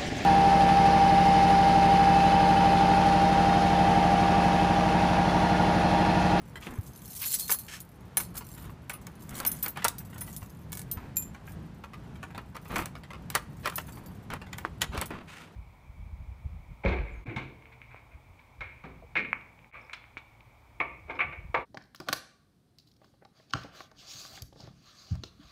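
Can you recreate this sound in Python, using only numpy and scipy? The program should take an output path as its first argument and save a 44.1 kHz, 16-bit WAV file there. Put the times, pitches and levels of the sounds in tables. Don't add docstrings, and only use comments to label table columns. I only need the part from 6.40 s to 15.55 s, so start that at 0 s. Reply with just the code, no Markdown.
import sys
import numpy as np
from scipy import signal
from scipy.fft import rfft, irfft, next_fast_len
from scipy.io import wavfile
from scipy.ndimage import uniform_filter1d

SR = 44100
rng = np.random.default_rng(int(sys.argv[2]) if len(sys.argv) > 2 else 0)


def dump(signal):
    limited = np.clip(np.atleast_2d(signal).T, -1, 1)
    pcm = np.round(limited * 32767).astype(np.int16)
    wavfile.write(sys.argv[1], SR, pcm)


N = 403515
TIME = np.arange(N) / SR
AGE = TIME[:SR // 3]

KEY_MODES = {"brass": (.16, [(4070, -21), (5370, -20), (6236, -15), (8080, -17), (9560, -12), (9800, -6),
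             (10162, -10), (11700, -16), (12487, -10), (13662, 0), (14900, -16)]),
             "steel": (.16, [(2475, -19), (6750, -20), (7287, -3), (10222, -14), (10903, -12), (11400, -13),
             (12791, 0)]), "small": (.2, [(7390, -9), (9701, -14), (11686, 0), (12586, -4)]),
             "long": (.4, [(4270, 0)]), "short": (.25, [(4620, 0), (12800, 0)]), "ring": (.12, [(6300, -10),
             (10768, -10), (11183, -4), (14007, 0), (14096, -1), (14295, -7), (14426, -2)])}
PART_MODES = {"case": [(800, -7), (960, -5), (1205, -6), (1480, -3), (1720, -3), (2230, 1)],
              "bolt": [(440, -9), (590, -5), (935, 3), (1185, -2), (1340, -4), (5500, -5), (8550, -2)],
              "latch": [(600, -10), (1045, -4), (1205, 0), (1325, -1), (1935, -4), (2450, -7), (4480, -8)],
              "knob": [(1520, -7), (1930, 1), (3100, -3), (3500, -6), (7000, -4)], "leaf": [(155, -3),
              (237, 0), (330, 0), (436, -2), (1250, -8)]}
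# (pitch_hz, level_db)
KNOCK_COLOUR = [(100, -16.5), (300, -3.5), (600, -2.5), (1100, 2), (1600, -1), (2200, -4), (3200, -8.5),
                (5000, -19.5), (8000, -26), (15000, -36.5)]
# (pitch_hz, level_db)
STEEL_COLOUR = [(500, -25.5), (2000, -11), (4000, -4), (6000, -2.5), (8000, 0), (10000, 2), (13500, -2),
                (15500, 1.5)]
UNEVEN_DB = 2.5
PLAY_DETUNE = .06


def undb(db):
    return 10 ** (np.asarray(db) / 20)


def unit(x):
    return x / np.sqrt(np.mean(x ** 2))


def unit_peak(x, size):
    return x / np.sqrt(uniform_filter1d(x ** 2, size).max())


def add(track, s, x):
    i = max(int(s * SR), 0)
    track[i:i + len(x)] += x[:max(N - i, 0)]


def colour(x, points, tilt_db=0, uneven_db=0):
    size = next_fast_len(len(x) + 2048) // 2 * 2
    freq = np.maximum(np.arange(size // 2 + 1) * SR / size, 1)
    octave = np.log2(freq)
    hz, points_db = np.transpose(points)
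    db = np.interp(octave, np.log2(hz), points_db)
    db = db + tilt_db * np.clip(octave - 10, -2, 3)
    db = db + uneven_db * np.interp(np.sqrt(freq) / 2, np.arange(80), rng.standard_normal(80))
    cepstrum = irfft(np.log(undb(db)))
    cepstrum[1:size // 2] *= 2
    cepstrum[size // 2 + 1:] = 0
    return irfft(rfft(x, size) * np.exp(rfft(cepstrum)))[:len(x)]


def fade(t60):
    return np.exp(-np.log(1000) * AGE / max(t60, 1e-4))


def walk(rate, time=TIME):
    steps = rng.standard_normal(1024)
    return np.interp(time * rate, np.arange(len(steps)), steps)


def grains(size, rate, spread_db):
    present = rng.random(size) < rate / SR
    sign = rng.choice([-1, 1], size)
    return present * sign * undb(spread_db * np.clip(rng.standard_normal(size), -2, 2))


def ring(modes, scatter_db):
    tone = 0
    for hz, db, t60 in modes:
        share = undb(db + scatter_db * rng.standard_normal()) * rng.choice([-1, 1])
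        tone = tone + share * fade(t60) * np.sin(2 * np.pi * hz * AGE)
    return tone


def resonate(x, hz, t60):
    r = np.exp(-np.log(1000) / (t60 * SR))
    angle = 2 * np.pi * hz / SR
    gain = np.sin(angle) * np.sqrt(2 * (1 - r * r))
    return signal.lfilter([gain], [1, -2 * r * np.cos(angle), r * r], x)


def burst(t60, tail_db, tail_t60):
    rebounds = unit(grains(len(AGE), rate=1800, spread_db=-2))
    crack = rng.standard_normal(len(AGE)) * fade(t60)
    return (crack + undb(tail_db) * rebounds * fade(tail_t60)) * (1 - fade(0.0045))


def slide(length, tilt_db):
    progress = np.minimum(AGE / length, 1)
    pressure = np.sin(np.pi * progress ** 0.61) * undb(2.5 * walk(160, AGE))
    grit = grains(len(AGE), rate=3500, spread_db=0.0)
    return pressure * unit(colour(grit, KNOCK_COLOUR, tilt_db, UNEVEN_DB))


def clinks():
    # (start_s, ring_db, click_db, key, favoured_hz)
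    touches = [(0.816, -32, -46, "brass", 13700), (0.859, -31.5, -27, "small", 11700),
               (.878, -45, -42.5, "long", 4270), (.941, -24.5, -20, "brass", 10020),
               (0.996, -49.5, -26.5, "small", 9900), (1.012, -42.5, -45.5, "long", 4270),
               (1.104, -28, -24.5, "ring", 14300), (1.115, -20.5, -31, "ring", 12300),
               (1.137, -28.5, -29, "ring", 14600), (1.187, -35.5, -36.5, "brass", 12760),
               (1.403, -45.5, -37.5, "brass", 9900), (1.77, -17.5, -21, "brass", 9900),
               (1.8, -36, -33, "brass", 12300), (2.496, -47, -29, "brass", 10000),
               (2.534, -38.5, -52, "brass", 9860), (3.064, -20, -34, "brass", 14050),
               (3.116, -27.5, -32.5, "brass", 10250), (3.227, -25, -30, "brass", 13600),
               (3.281, -30.5, -32, "brass", 13700), (3.583, -40.5, -37.5, "brass", 12600),
               (3.809, -34.5, -39.5, "brass", 10190), (3.964, -39.5, -35, "brass", 10040),
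               (4.514, -28.5, -34, "brass", 13500), (4.768, -21.5, -30, "steel", 11740),
               (4.823, -38.5, -36, "steel", 7300), (7.357, -29.5, -31, "brass", 13700),
               (7.528, -58, -55.5, "short", 4620), (7.661, -54.5, -46.5, "short", 12800),
               (8.18, -50.5, -46, "small", 12120), (8.658, -46, -35, "brass", 9900)]
    contact_db, contact_octaves = 7, 0.078
    grip_detune = .005
    choke_s = 0.047
    press_db, press_db_per_halving = -30.5, 10.5
    graze_s, graze_db = 0.0083, -18.5
    out = np.zeros(N)
    for s, ring_db, click_db, key, favoured_hz in touches:
        t60, free = KEY_MODES[key]
        detune = grip_detune * (key == "brass") * rng.standard_normal(len(free))
        modes = []
        for (hz, db), shift in zip(free, detune):
            distance = np.log2(hz / favoured_hz) / contact_octaves
            modes.append((hz * (1 + shift), db + contact_db * np.exp(-distance ** 2), t60))
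        tone = ring(modes, scatter_db=2) * undb(2.5 * walk(400, AGE))
        if key == "brass":
            choke = choke_s * 2 ** (-max(click_db - press_db, 0) / press_db_per_halving)
            tone = tone * np.exp(-(AGE / choke) ** 2)
        else:
            graze = unit_peak(tone, size=88) * fade(0.04)
            add(out, s - graze_s, undb(ring_db + graze_db) * graze)
        crack = burst(t60=.005, tail_db=-16, tail_t60=.07)
        click = unit_peak(colour(crack, STEEL_COLOUR, 0, UNEVEN_DB), size=88)
        add(out, s, undb(ring_db) * unit_peak(tone, size=88) + undb(click_db) * click)
    return out


def jangle():
    sing_db, chafe_db = -19, -20
    shake_db = shaking()
    rate = np.interp(shake_db, [-60, -30], [90, 380])
    hits = [collision() for _ in range(64)]
    chance, strength_db = rng.random(N), rng.uniform(-14, 5, N)
    which = rng.integers(len(hits), size=N)
    flurries = undb(4 * walk(35))
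    out = np.zeros(N)
    for i in np.flatnonzero(chance < rate * flurries / SR):
        gain = undb(shake_db[i] + strength_db[i] - 5.5) * np.sqrt(SR / rate[i])
        add(out, i / SR, gain * hits[which[i]])
    hiss = unit(colour(rng.standard_normal(N), STEEL_COLOUR))
    chafe = undb(shake_db + 2 * walk(60)) * hiss
    singing = np.zeros(N)
    for t60, free in KEY_MODES.values():
        for hz, db in free:
            singing += undb(db / 2) * resonate(chafe, hz, t60)
    return out + undb(chafe_db) * chafe + undb(sing_db) * unit(singing) * chafe.std()


def shaking():
    # (hardest_s, level_db, swell_by_20_db_s)
    swings = [(.95, -38, 0.702), (.845, -33, 0.2568), (.935, -25, 0.2042), (0.994, -31.5, 0.14),
              (1.119, -24.5, 0.0581), (1.822, -26, 0.0382), (1.976, -26.5, 0.0245), (2.15, -45, 0.295),
              (2.62, -49, 0.02), (2.98, -43, 0.2481), (3.24, -36, 0.1266), (3.94, -49.5, 0.584),
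              (5.11, -52, 0.09), (6.38, -41.5, 0.1475), (7.501, -51, 0.5)]
    settle_ratio = 0.674
    held_db = -71.5
    shake_db = np.full(N, held_db)
    for s, db, swell in swings:
        away = np.maximum(s - TIME, (TIME - s) / settle_ratio)
        shake_db = np.maximum(shake_db, db - 20 * away / swell)
    return shake_db


def collision():
    modes = []
    for key in ("brass", "small", "ring"):
        t60, free = KEY_MODES[key]
        modes += [(hz, db / 2, t60 / 2) for hz, db in free]
    struck = [modes[i] for i in rng.choice(len(modes), size=5, replace=False)]
    detuned = [(hz * (1 + PLAY_DETUNE * rng.standard_normal()), db, t60) for hz, db, t60 in struck]
    tone = ring(detuned, scatter_db=3)
    crack = burst(t60=0.0059, tail_db=-19.0, tail_t60=0.052)
    chafe = colour(crack, STEEL_COLOUR, 0, UNEVEN_DB)
    hit = unit(tone) + unit(chafe)
    return hit[:SR // 5] / np.sqrt(len(hit))


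def knocks():
    # (start_s, knock_db, tick_db, tilt_db_per_octave, part)
    strikes = [(0.268, -36, -70, 2, "leaf"), (1.094, -31, -31, -0.5, "case"),
               (1.115, -32.5, -39, 2, "case"), (1.77, -29, -27.5, 3.5, "case"),
               (1.8, -37.5, -39.5, -2, "case"), (2.497, -32.5, -62, 2.5, "case"),
               (2.668, -45.5, -35.5, -3, "case"), (3.001, -34, -28.5, -3.5, "latch"),
               (3.05, -32.5, -25.5, 2, "case"), (3.261, -35.5, -29, -1, "case"),
               (3.372, -34, -39.5, 0.5, "case"), (3.444, -29, -17.5, 3.5, "bolt"),
               (3.449, -20, -19, 1, "bolt"), (3.482, -35, -18.5, 23.5, "bolt"),
               (5.978, -37, -44.5, -2.5, "latch"), (6.165, -40, -42.5, 0, "latch"),
               (6.358, -28, -35.5, 2.5, "case"), (6.364, -28.5, -33.5, -4.5, "latch"),
               (6.382, -34, -32, -1.5, "leaf"), (6.389, -30.5, -47.5, -1, "latch"),
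               (6.457, -41, -31.5, -1, "case"), (6.901, -39.5, -30, 5.5, "case"),
               (6.951, -22.5, -18.5, 2.5, "latch"), (6.957, -26, -33.5, 3, "latch"),
               (7.257, -25, -35.5, 2, "latch"), (7.273, -26.5, -32, 1.5, "latch"),
               (7.298, -40, -37, 4.5, "latch"), (7.381, -30, -33, 3.5, "latch"),
               (7.902, -38, -46.5, 2, "case"), (7.936, -36.5, -38, -2, "latch"),
               (8.13, -35, -46.5, 3.5, "knob"), (8.183, -37.5, -36, 3, "case"),
               (8.249, -34, -49.5, -2, "leaf"), (8.417, -21.5, -28, 6.5, "knob"),
               (8.422, -29.5, -36.5, 6, "knob"), (8.547, -36.5, -50, -6.5, "leaf"),
               (8.576, -31.5, -40, 5, "latch"), (8.613, -34, -24.5, -2.5, "case"),
               (8.619, -30.5, -44, 2, "latch"), (8.705, -33.5, -49.5, -4, "leaf")]
    part_t60_s, part_damping = 0.075, 0.46
    part_rise_s = .007
    part_db, body_db = -2, -2
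    seat_s, seat_db, seat_tilt_db = .0045, -13, -2
    out = np.zeros(N)
    for s, knock_db, tick_db, tilt_db, part in strikes:
        t60 = 0.0572 * np.exp(-.2 * tilt_db)
        thump = burst(t60, tail_db=-30.5, tail_t60=0.098)
        body = unit_peak(colour(thump, KNOCK_COLOUR, tilt_db, UNEVEN_DB), size=132)
        modes = [(hz, db, part_t60_s * (1000 / hz) ** part_damping) for hz, db in PART_MODES[part]]
        ringing = ring(modes, scatter_db=2) * fade(5 * t60) * (1 - fade(part_rise_s))
        knock = undb(body_db) * body + undb(part_db) * unit_peak(ringing, size=132)
        tick = burst(t60=0.013, tail_db=-22.5, tail_t60=0.096)
        tick = unit_peak(colour(tick, STEEL_COLOUR, -2.3, UNEVEN_DB), size=88)
        add(out, s, undb(knock_db) * knock + undb(tick_db) * tick)
        seat = burst(t60=0.11, tail_db=-23.5, tail_t60=0.3)
        seat = unit_peak(colour(seat, KNOCK_COLOUR, seat_tilt_db, UNEVEN_DB), size=132)
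        add(out, s + seat_s, undb(knock_db + seat_db) * seat)
        lead_s = .009 * (part != "case")
        add(out, s - lead_s, undb(knock_db - 15) * slide(.05, tilt_db))
    return out


def rattles():
    # (start_s, level_db, part)
    shifts = [(0.156, -38, "knob"), (2.008, -42.5, "latch"), (2.176, -50, "case"), (2.243, -50, "latch"),
              (2.294, -45.5, "latch"), (2.537, -44.5, "latch"), (3.028, -47, "case"), (3.359, -39, "case"),
              (3.419, -38.5, "knob"), (3.603, -51, "case"), (3.728, -47.5, "knob"), (3.759, -47, "knob"),
              (3.812, -43, "case"), (3.877, -47, "case"), (4.018, -45.5, "latch"), (4.572, -43, "latch"),
              (4.945, -44, "case"), (5.076, -45.5, "case"), (5.437, -38.5, "latch"), (5.533, -43, "latch"),
              (5.756, -50, "case"), (5.829, -37.5, "case"), (5.905, -47.5, "case"), (5.948, -39.5, "case"),
              (6.147, -39.5, "latch"), (6.254, -48, "latch"), (6.307, -42.5, "latch"),
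              (6.421, -36.5, "latch"), (6.553, -39.5, "case"), (6.634, -46.5, "knob"),
              (6.703, -40.5, "latch"), (6.731, -41, "latch"), (7.322, -41, "case"), (7.482, -46, "case"),
              (7.572, -46, "latch"), (8.016, -40, "case"), (8.066, -49, "knob"), (8.433, -40.5, "latch")]
    run_t60_s, ring_t60_s = 0.1032, 0.0563
    dry_tilt_db, tick_db = 2, -16.5
    out = np.zeros(N)
    for s, db, part in shifts:
        contacts = grains(len(AGE), rate=1500, spread_db=4) * fade(run_t60_s)
        modes = np.zeros(len(AGE))
        for hz, mode_db in PART_MODES[part]:
            shifted_hz = hz * (1 + PLAY_DETUNE * rng.standard_normal())
            gain = undb(mode_db) * min(1000 / hz, 1)
            modes += gain * resonate(contacts, shifted_hz, ring_t60_s * 1000 / hz)
        dry_contacts = colour(contacts, KNOCK_COLOUR, dry_tilt_db, 2 * UNEVEN_DB)
        ticks = colour(contacts * np.abs(contacts), STEEL_COLOUR, -2.5, UNEVEN_DB)
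        chatter = unit(modes) + unit(dry_contacts) + undb(tick_db) * unit(ticks)
        add(out, s, undb(db) * unit_peak(chatter, size=132))
    return out


def pins():
    # (start_s, level_db)
    snaps = [(2.893, -37.5), (2.908, -43), (2.953, -35), (2.967, -37.5), (2.98, -34), (2.989, -32),
             (3.782, -36), (4.32, -34.5), (4.329, -27.5), (4.352, -35), (4.372, -30.5), (4.393, -32),
             (4.416, -37)]
    case_db = -15.5
    out = np.zeros(N)
    for s, db in snaps:
        crack = burst(t60=0.00284, tail_db=-22.5, tail_t60=0.07)
        tick = unit_peak(colour(crack, STEEL_COLOUR, 0, UNEVEN_DB), size=88)
        modes = [(hz, mode_db, .05) for hz, mode_db in PART_MODES["case"]]
        case = unit_peak(ring(modes, scatter_db=3), size=132)
        add(out, s, undb(db) * (tick + undb(case_db) * case))
    return out


def rubs():
    # (start_s, end_s,
    # level_db, tilt_db_per_octave)
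    strokes = [(0.211, 0.291, -47.5, 5), (0.259, 0.427, -48, -3.5), (0.808, 0.881, -38, 9),
               (1.28, 1.405, -42.5, 7.5), (1.943, 2.013, -47.5, -0.5), (2.151, 2.353, -58, 1.5),
               (2.882, 3.239, -48.5, -1.5), (3.231, 3.304, -45, 1), (3.38, 3.505, -50, 3),
               (4.561, 4.739, -54.5, -2.5), (6.292, 6.476, -40, -2), (7.231, 7.307, -41.5, 1),
               (7.5, 7.816, -55, -9.5), (7.901, 7.984, -41.5, -1), (8.516, 8.65, -39.5, 0),
               (8.695, 8.861, -47, -1.5), (8.871, 9.104, -49, 4)]
    leaf_low_hz, leaf_low_db = 112.2, -7
    out = np.zeros(N)
    for start, end, db, tilt_db in strokes:
        rub = slide(max(end - start, .02), tilt_db)
        push = np.abs(rub) * rng.standard_normal(len(rub))
        leaf = resonate(push, hz=235, t60=0.033)
        leaf = leaf + undb(leaf_low_db) * resonate(push, hz=leaf_low_hz, t60=0.016)
        leaf_db = min(-8.0 - 4 * tilt_db, 0)
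        add(out, start, undb(db) * (rub + undb(leaf_db) * leaf))
    return out


def bumps():
    # (start_s, level_db, pitch_hz)
    thuds = [(0.386, -22.5, 95), (4.021, -35, 96.5), (4.569, -29.5, 88.2), (8.25, -14.5, 1325),
             (8.49, -30.5, 64.5), (8.578, -28.5, 71.8)]
    out = np.zeros(N)
    for s, db, hz in thuds:
        cycles = hz * AGE
        swell = 2 * cycles * np.exp(1 - 2 * cycles)
        add(out, s, -undb(db) * np.sin(2 * np.pi * cycles) * swell)
    return out


def outdoors():
    # (pitch_hz, level_db)
    air_colour = [(20, -34.5), (55, 1), (90, 0.5), (175, 1), (290, -12), (560, -22.5), (900, -23),
                  (2000, -32), (5000, -43.5), (10000, -51.5), (15500, -60)]
    rumble_db, wash_db = -46, -42.5
    arrive_s, approach_db = 1.9, -3.5
    fall_s, fall_db_per_s = 8.722, 36
    air = colour(rng.standard_normal(N), air_colour) * undb(1.5 * walk(6))
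    low = signal.sosfiltfilt(signal.butter(2, 350, fs=SR, output="sos"), air)
    unsteady = undb(2 * walk(12))
    approach = approach_db * np.clip((arrive_s - TIME) / 0.16, 0, 1)
    fall = -fall_db_per_s * np.maximum(TIME - fall_s, 0)
    rumble = unit(low) * undb(rumble_db + approach + fall) * unsteady
    wash = (air - low) / low.std() * undb(wash_db)
    return rumble + wash


def doorway(x, wet_db, t60):
    dull = signal.butter(1, 6000, fs=SR, output="sos")
    tail = signal.sosfilt(dull, rng.standard_normal(len(AGE))) * fade(t60) * (AGE > .004)
    return x + undb(wet_db) * signal.fftconvolve(x, tail / np.linalg.norm(tail))[:N]


def scene():
    near = clinks() + knocks() + rattles() + pins() + rubs() + jangle()
    return (doorway(near, wet_db=-22.0, t60=0.33) + bumps() + outdoors())[None]


def record(dry):
    return signal.sosfilt(signal.ellip(10, .2, 70, 15400, fs=SR, output="sos"), dry)


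dry = scene()
out = record(dry)
dump(out)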